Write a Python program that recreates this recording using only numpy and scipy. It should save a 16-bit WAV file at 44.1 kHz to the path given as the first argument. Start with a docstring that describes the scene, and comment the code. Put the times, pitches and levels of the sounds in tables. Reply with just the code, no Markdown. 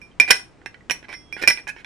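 """In a small, quiet room, a thin round iron plate is laid on a small iron cup held in the hand,
then pushed until it drops into its seat. Each knock rings the plate's modes and clacks the damped cup wall;
scrapes drive the same two bodies with runs of tiny slips. Caught tabs ping, a rub squeaks, a faint tone swells.
A short diffuse tail and a low noise floor surround them; the loudest knocks overload the close microphone,
mostly on the right."""
import sys
import numpy as np
from scipy import signal
from scipy.fft import rfft, irfft
from scipy.io import wavfile
from scipy.ndimage import uniform_filter1d

SR = 44100
rng = np.random.default_rng(int(sys.argv[2]) if len(sys.argv) > 2 else 0)


def pcm_store(signal):
    """Save signal as 16-bit PCM."""
    levels = np.round(np.clip(np.atleast_2d(signal), -1, 1) * 32767)
    wavfile.write(sys.argv[1], SR, levels.astype(np.int16).T)


N = 81585
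RING_T = np.arange(SR // 2) / SR  # time axis of one contact, s


def amp(db):
    """Turns dB into a linear factor."""
    return 10 ** (np.asarray(db) / 20)


def decay(t, t60):
    """Exponential fade that falls 60 dB in t60 seconds."""
    return np.exp(-np.log(1000) * t / t60)


def read(points, hz):
    """Joins (Hz, value) points on a log-frequency axis."""
    point_hz, value = np.transpose(points)
    return np.interp(np.log(hz + 1), np.log(point_hz), value)


def add(mix, start, sound):
    """Mixes a stereo sound in at start seconds."""
    first = max(round(start * SR), 0)
    part = mix[:, first:][:, :sound.shape[1]]
    part += sound[:, :part.shape[1]]


def noise_pair(size, likeness):
    """Left and right noise that are partly alike: 0 is unrelated, 1 is identical."""
    other, right = rng.standard_normal((2, size))
    shared = np.clip(likeness, 0, 1)
    left = shared * right + np.sqrt(1 - shared ** 2) * other
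    return np.array([left, right])


def colour(x, db_of):
    """Causal minimum-phase filter with the gain db_of(Hz)."""
    hz = abs(np.fft.fftfreq(2048, 1 / SR))
    log_gain = np.log(amp(db_of(hz)))
    taps = np.fft.ifft(np.exp(np.conj(signal.hilbert(log_gain)))).real
    return signal.fftconvolve(x, taps)[:len(x)]


# Contacts of plate and cup. Each row: start in seconds, wall clack in dB, treble tilt in dB per octave,
# plate's lowest mode in dB, plate's overtones in dB, ring length as a factor.
KNOCK_HITS = [ (0.0159, -44, 3, -34, -47, 1.9), (0.1998, -3.5, -1.5, 6, -7, 0.55),
              (0.211, -10.5, -4.5, -19, -33.5, 3.5), (.2781, -21.5, -5, -19, -40, 0.69),
              (.302, -18, -8, -8.5, -23, 0.75), (.3060, 4, 1, -4, -5.5, 0.47),
              (0.3094, -2.5, 4.5, -3.5, 2.5, 0.16), (0.3135, -1, 2.5, -5, -5.5, 0.21),
              (0.367, -43, 0.5, -39, -27, 0.6), (0.6154, -39.5, -12, -54, -70.5, 0.3),
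              (0.6601, -20.5, -2.5, -36.5, -32.5, 0.77), (0.744, -30.5, -7, -56, -53.5, 0.35),
              (0.8979, -11, -1.5, -13.5, -28, 0.28), (0.909, -11.5, 1, -7, -17, 0.18),
              (0.9144, -14, 3.5, -29, -17, 0.85), (1.028, -32, -7, -52, -67.5, 0.24),
              (1.0911, -27, -4.5, -39, -49.5, 0.7), (1.1277, -24.5, -4, -29.5, -43, 0.54),
              (1.139, -33, -3.5, -47, -32.5, 2.7), (1.3259, -29.5, -0.5, -20.5, -31.5, 1.2),
              (1.366, -23, -10.5, -44, -47, 0.46), (1.4255, -24.5, 3, -13.5, -26, 0.43),
              (1.437, -12.5, -4.5, -18, -31, 0.96), (1.4755, -3.5, 4, 2.5, -3.5, 0.78),
              (1.4853, -5, 1, -9, -35, 0.14), (1.502, -13, 3.5, -9.5, -10.5, 0.54),
              (1.508, -14, -1.5, -22, -14.5, 1.22), (1.574, -28, -3, -24, -47, 0.6),
              (1.670, -24, -9, -26, -47, 0.91), (1.7641, -30.5, -12, -51, -43, 0.57),
              (1.8462, -28, -5, -30, -42, .5)]
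# The thumb presses the plate. Each row: time in seconds, rise of the plate's pitch in percent.
THUMB_PRESSURE = [(.4, 0), (.66, 1.4), (.91, 3), (1.1, 0)]


def knocks():
    """Every contact excites plate and wall together; thumb pressure sharpens the plate."""
    out = np.zeros((2, N))
    press_s, press_percent = np.transpose(THUMB_PRESSURE)
    for start, wall_db, tilt_db, low_db, high_db, ring in KNOCK_HITS:
        sharp_percent = np.interp(start, press_s, press_percent)
        body = wall(wall_db, tilt_db, ring) + plate(low_db, high_db, ring, sharp_percent, tilt_db)
        add(out, start, body)
    return out


# Modes of the flat plate. Each row: pitch in Hz before pressure, relative level in dB,
# t60 in seconds before the ring factor, left minus right in dB, phase lead of the left in radians.
PLATE_MODES = [(2384, 0, 0.098, -8.5, 0.77), (5453, -1.5, 0.118, -8, -1.1), (5925, -25, 0.2, -5.5, 0.19),
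               (8737, -15.5, 0.15, -6, 2.3), (9504, -21, 0.16, -7.5, 0.33), (10150, -17, 0.09, -8.5, 2.3),
               (11924, -26.5, .09, -5, 0), (13620, -31, 0.08, -2, -0.32)]


def plate(low_db, high_db, ring, sharp_percent, tilt_db):
    """The flat plate rings clearly; contact shortens the ring and pressure sharpens it."""
    out = np.zeros((2, len(RING_T)))
    for k, (hz, db, t60, left_db, lead) in enumerate(PLATE_MODES):
        turn = 2 * np.pi * hz * (1 + sharp_percent / 100) * RING_T
        # only soft contacts dull the overtones
        level_db = low_db if k == 0 else high_db + treble(hz / 2, 2 * min(tilt_db, 0))
        fade = amp(db + level_db) * decay(RING_T, t60 * max(ring, .1))
        tone = flutter(hz, ring) * np.exp(1j * turn)
        left = amp(left_db) * tone * np.exp(1j * lead)
        out += fade * np.array([left, tone]).imag
    return out


FLUTTER_PER_S = 90  # the random waver is averaged over 1/90 s
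FLUTTER_FULL_HZ = 13000  # with a ring factor of 1, modes from here up waver fully


def flutter(hz, ring):
    """Uneven strength and phase of a mode as the plate chatters on the rim, less when it rings freely."""
    noise = rng.standard_normal((2, len(RING_T)))
    a, b = uniform_filter1d(noise, round(SR / FLUTTER_PER_S))
    waver = (a + 1j * b) / np.hypot(a.std(), b.std())
    share = min((hz / FLUTTER_FULL_HZ) ** 2 / abs(ring), 1)
    return np.sqrt(1 - share ** 2) + share * waver


# Modes of the cup's curved wall. Each row: pitch in Hz before the grip's detuning,
# relative level in dB before its random spread, t60 in seconds before the ring factor.
WALL_MODES = [(1497.5, -16, 0.089), (1638, -12.5, 0.086), (1800, -11, 0.055), (1970, -16, 0.14),
              (2095, -16, 0.08), (2290, -13, 0.054), (2497, -14, 0.072), (2630, -24.5, .07),
              (3090, -19.5, 0.062), (4060, -25.5, 0.06), (8860, -24.5, 0.06), (10120, -25.5, 0.058)]
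# Colour of the dry clack of iron on iron. Each row: frequency in Hz, relative level in dB per Hz.
CLACK_COLOUR = [(40, -30), (150, -13.5), (350, -2.5), (620, -5), (900, 0.5), (1330, -9.5), (1680, 2),
                (2500, 2), (3300, -5.5), (5600, -11), (7900, -16), (9500, -14), (11200, -24.5),
                (15000, -33.5)]
# Stereo balance. Each row: frequency in Hz, left minus right in dB.
LEFT_BALANCE = [(100, 1.5), (400, -1.5), (1000, -5.5), (2500, -11.5), (4200, 0.5), (9000, -5),
                (13000, -6.5)]
CLACK_DB, CLACK_T60_S, CLACK_LIKENESS = 14.5, .006, 0.93
CLACK_TAIL_DB, CLACK_TAIL_T60_S = -15.5, 0.13  # tail against the burst; t60 before the ring factor
WALL_SPREAD_DB, GRIP_DETUNE, WALL_RISE_S = 4.5, .009, .0006  # dB and share of pitch, both standard deviations


def wall(level_db, tilt_db, ring):
    """A dry clack and the short, crowded modes of the cup, which shift with the grip."""
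    free = np.sqrt(np.clip(ring, .1, 1))
    clack_tail = amp(CLACK_TAIL_DB) * decay(RING_T, CLACK_TAIL_T60_S * free)
    clack_fade = decay(RING_T, CLACK_T60_S) + clack_tail
    burst = noise_pair(len(RING_T), CLACK_LIKENESS) * clack_fade
    burst *= amp(CLACK_DB) * 2 / np.linalg.norm(burst[1])
    out = np.array([colour(side, lambda hz: read(CLACK_COLOUR, hz)) for side in burst])

    grips = rng.standard_normal((len(WALL_MODES), 4))
    for (hz, db, t60), (size, shift, lead, sign) in zip(WALL_MODES, grips):
        turn = 2 * np.pi * hz * (1 + GRIP_DETUNE * shift) * RING_T
        envelope = (1 - np.exp(-RING_T / WALL_RISE_S)) * decay(RING_T, t60 * free)
        level = np.sign(sign) * amp(db + WALL_SPREAD_DB * size)
        out += level * envelope * np.sin([turn + .5 * lead, turn])

    def right_db(hz):
        return level_db + treble(hz, tilt_db)

    def left_db(hz):
        return right_db(hz) + read(LEFT_BALANCE, hz)

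    return np.array([colour(out[0], left_db), colour(out[1], right_db)])


SOFT_BODY_SHARE, BODY_HZ = 0.26, 550  # below the pivot the tilt has this share of its slope, down to 550 Hz


def treble(hz, tilt_db):
    """Soft contacts (negative tilt) excite less of the treble and more of the body; hard ones the reverse."""
    octaves = np.log2(np.maximum(hz, BODY_HZ) / 2200)  # distance from the pivot
    return tilt_db * np.maximum(octaves, SOFT_BODY_SHARE * octaves)


# Rubs of edge on edge. Each row: start in seconds, length in seconds, wall clack in dB,
# treble tilt in dB per octave, plate's lowest mode in dB, plate's overtones in dB.
SCRAPE_RUBS = [ (0.28, 0.018, -18.5, -2, -25, -35), (.307, 0.015, -9, 3, -17, -17.5),
               (1.037, 0.018, -35.5, -8, -55, -62), (1.083, 0.037, -31, -5.5, -46, -43),
               (1.119, 0.03, -30, -3.5, -38, -42), (1.373, 0.048, -29.5, -3.5, -51, -47),
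               (1.415, 0.0256, -21.5, -1, -21.5, -32.5), (1.576, 0.028, -34, -3.5, -34, -46),
               (1.67, 0.031, -24, 1, -24, -40), (1.759, 0.06, -37, -5.5, -51, -63)]
SLIPS_PER_S, SLIP_SPREAD_DB = 900, 1.5  # average rate, standard deviation
SCRAPE_EDGE_DB = -3.5  # slips at both ends of a rub against its middle


def scrapes(ring=0.39):
    """Edge slides on edge: a run of uneven slips into the same two bodies."""
    out = np.zeros((2, N))
    for start, length, wall_db, tilt_db, low_db, high_db in SCRAPE_RUBS:
        chance, size = rng.random(len(RING_T)), rng.standard_normal(len(RING_T))
        slips = (chance < SLIPS_PER_S / SR) * (RING_T < length) * amp(SLIP_SPREAD_DB * size)
        progress = np.minimum(RING_T / length, 1)
        slips *= amp(SCRAPE_EDGE_DB * (2 * progress - 1) ** 2)
        # equal energy for every run of the same length
        slips *= np.sqrt(length * SLIPS_PER_S) / 2 / (np.linalg.norm(slips) + 1e-9)
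        body = wall(wall_db, tilt_db, ring) + plate(low_db, high_db, ring, 0, tilt_db)
        add(out, start, signal.fftconvolve(slips[None], body, axes=1))
    return out


# Short pings where the rim or one of its tabs catches.
# Each row: start in seconds, pitch in Hz, level in dB, t60 in seconds.
TAB_PINGS = [(.115, 3140, -50.5, 0.079), (.309, 1587, -13, 0.12), (0.6609, 1800, -22.5, .04),
             (0.6609, 2665, -29, 0.056), (.808, 1940, -42.5, 0.057), (.898, 2950, -19, 0.07),
             (1.092, 875, -32.5, 0.041), (1.140, 2078, -30, 0.13), (1.508, 2000, -10.5, 0.054),
             (1.672, 1600, -26.5, .06), (1.8462, 3430, -33, 0.035)]


def tabs():
    """A caught rim or tab gives one short, decaying ping."""
    out = np.zeros((2, N))
    for start, hz, db, t60 in TAB_PINGS:
        ping = decay(RING_T, t60) * np.sin(2 * np.pi * hz * RING_T)
        add(out, start, amp([[db + read(LEFT_BALANCE, hz)], [db]]) * ping)
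    return out


SQUEAK_S, SQUEAK_LENGTH_S, SQUEAK_DB = 1.686, .028, -28
SQUEAK_FROM_HZ, SQUEAK_TO_HZ = 2380, 2660


def squeak():
    """A late rub squeaks upward as the plate wedges tight."""
    out = np.zeros((2, N))
    progress = np.linspace(0, 1, round(SQUEAK_LENGTH_S * SR))
    hz = SQUEAK_FROM_HZ + (SQUEAK_TO_HZ - SQUEAK_FROM_HZ) * progress
    swell = amp(SQUEAK_DB) * np.sin(np.pi * progress)
    tone = swell * np.sin(2 * np.pi * np.cumsum(hz) / SR)
    add(out, SQUEAK_S, np.array([amp(read(LEFT_BALANCE, hz)) * tone, tone]))
    return out


SING_HZ, SING_START_S, SING_PEAK_S = 3317, 1.14, 1.385
SING_DB, SING_RISE_DB, SING_T60_S = -49, 16, .4  # level at the peak, rise up to it, fade after it


def singing():
    """One faint plate tone swells while the plate slides toward its seat, then fades."""
    t = np.arange(N) / SR
    rise = np.minimum((t - SING_PEAK_S) / (SING_PEAK_S - SING_START_S), 0)
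    fade = decay(np.maximum(t - SING_PEAK_S, 0), SING_T60_S)
    envelope = amp(SING_DB) * (t > SING_START_S) * amp(SING_RISE_DB * rise) * fade
    tone = envelope * np.sin(2 * np.pi * SING_HZ * t)
    return tone * amp([[-8], [0]])  # left, right in dB


# Decay of the room. Each row: frequency in Hz, t60 in seconds.
ROOM_DECAY = [(150, .25), (600, 0.32), (2000, 0.23), (5000, 0.24), (10000, 0.24), (15000, 0.13)]
ROOM_DB, ROOM_DELAY_S = -11.5, 0.0037


def room(x):
    """A short diffuse tail of decaying noise whose highest treble dies first."""
    hz, t, bands = signal.stft(rng.standard_normal((2, SR // 2)), SR, nperseg=256)
    bands = bands * decay(t, read(ROOM_DECAY, hz)[:, None])
    tail = signal.istft(bands, SR, nperseg=256)[1]
    tail[:, :round(ROOM_DELAY_S * SR)] = 0
    tail /= np.linalg.norm(tail, axis=1, keepdims=True)
    mono = x.mean(0)[None]
    return amp(ROOM_DB) * signal.fftconvolve(mono, tail, axes=1)[:, :N]


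# Colour of the room noise. Each row: frequency in Hz, relative level in dB per Hz.
FLOOR_COLOUR = [(15, -34), (25, -2), (181, -6.5), (301, -6.5), (573, -14.5), (2500, -25), (3300, -30.5),
                (8780, -39.5), (15000, -78.5)]
FLOOR_DB, FLOOR_LIKENESS = -52, 0.63  # RMS level, left-right likeness


def floor():
    """Low, steady room noise, shaped from white noise."""
    gain = amp(read(FLOOR_COLOUR, np.fft.rfftfreq(N, 1 / SR)))
    noise = irfft(rfft(noise_pair(N, FLOOR_LIKENESS)) * gain, N)
    return amp(FLOOR_DB) * noise / noise.std()


def scene():
    """Iron close by, in a quiet room."""
    iron = knocks() + tabs() + scrapes() + squeak() + singing()
    return iron + room(iron) + floor()


EDGE_HZ = 15900  # top of the band


def record(dry):
    """The input overloads toward full scale; then a low-pass limits the band."""
    clipped = dry / (1 + dry ** 8) ** (1 / 8)
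    lowpass = signal.firwin(255, EDGE_HZ, window=("kaiser", 8), fs=SR)
    return signal.oaconvolve(clipped, lowpass[None], "same")


dry = scene()
out = record(dry)
pcm_store(out)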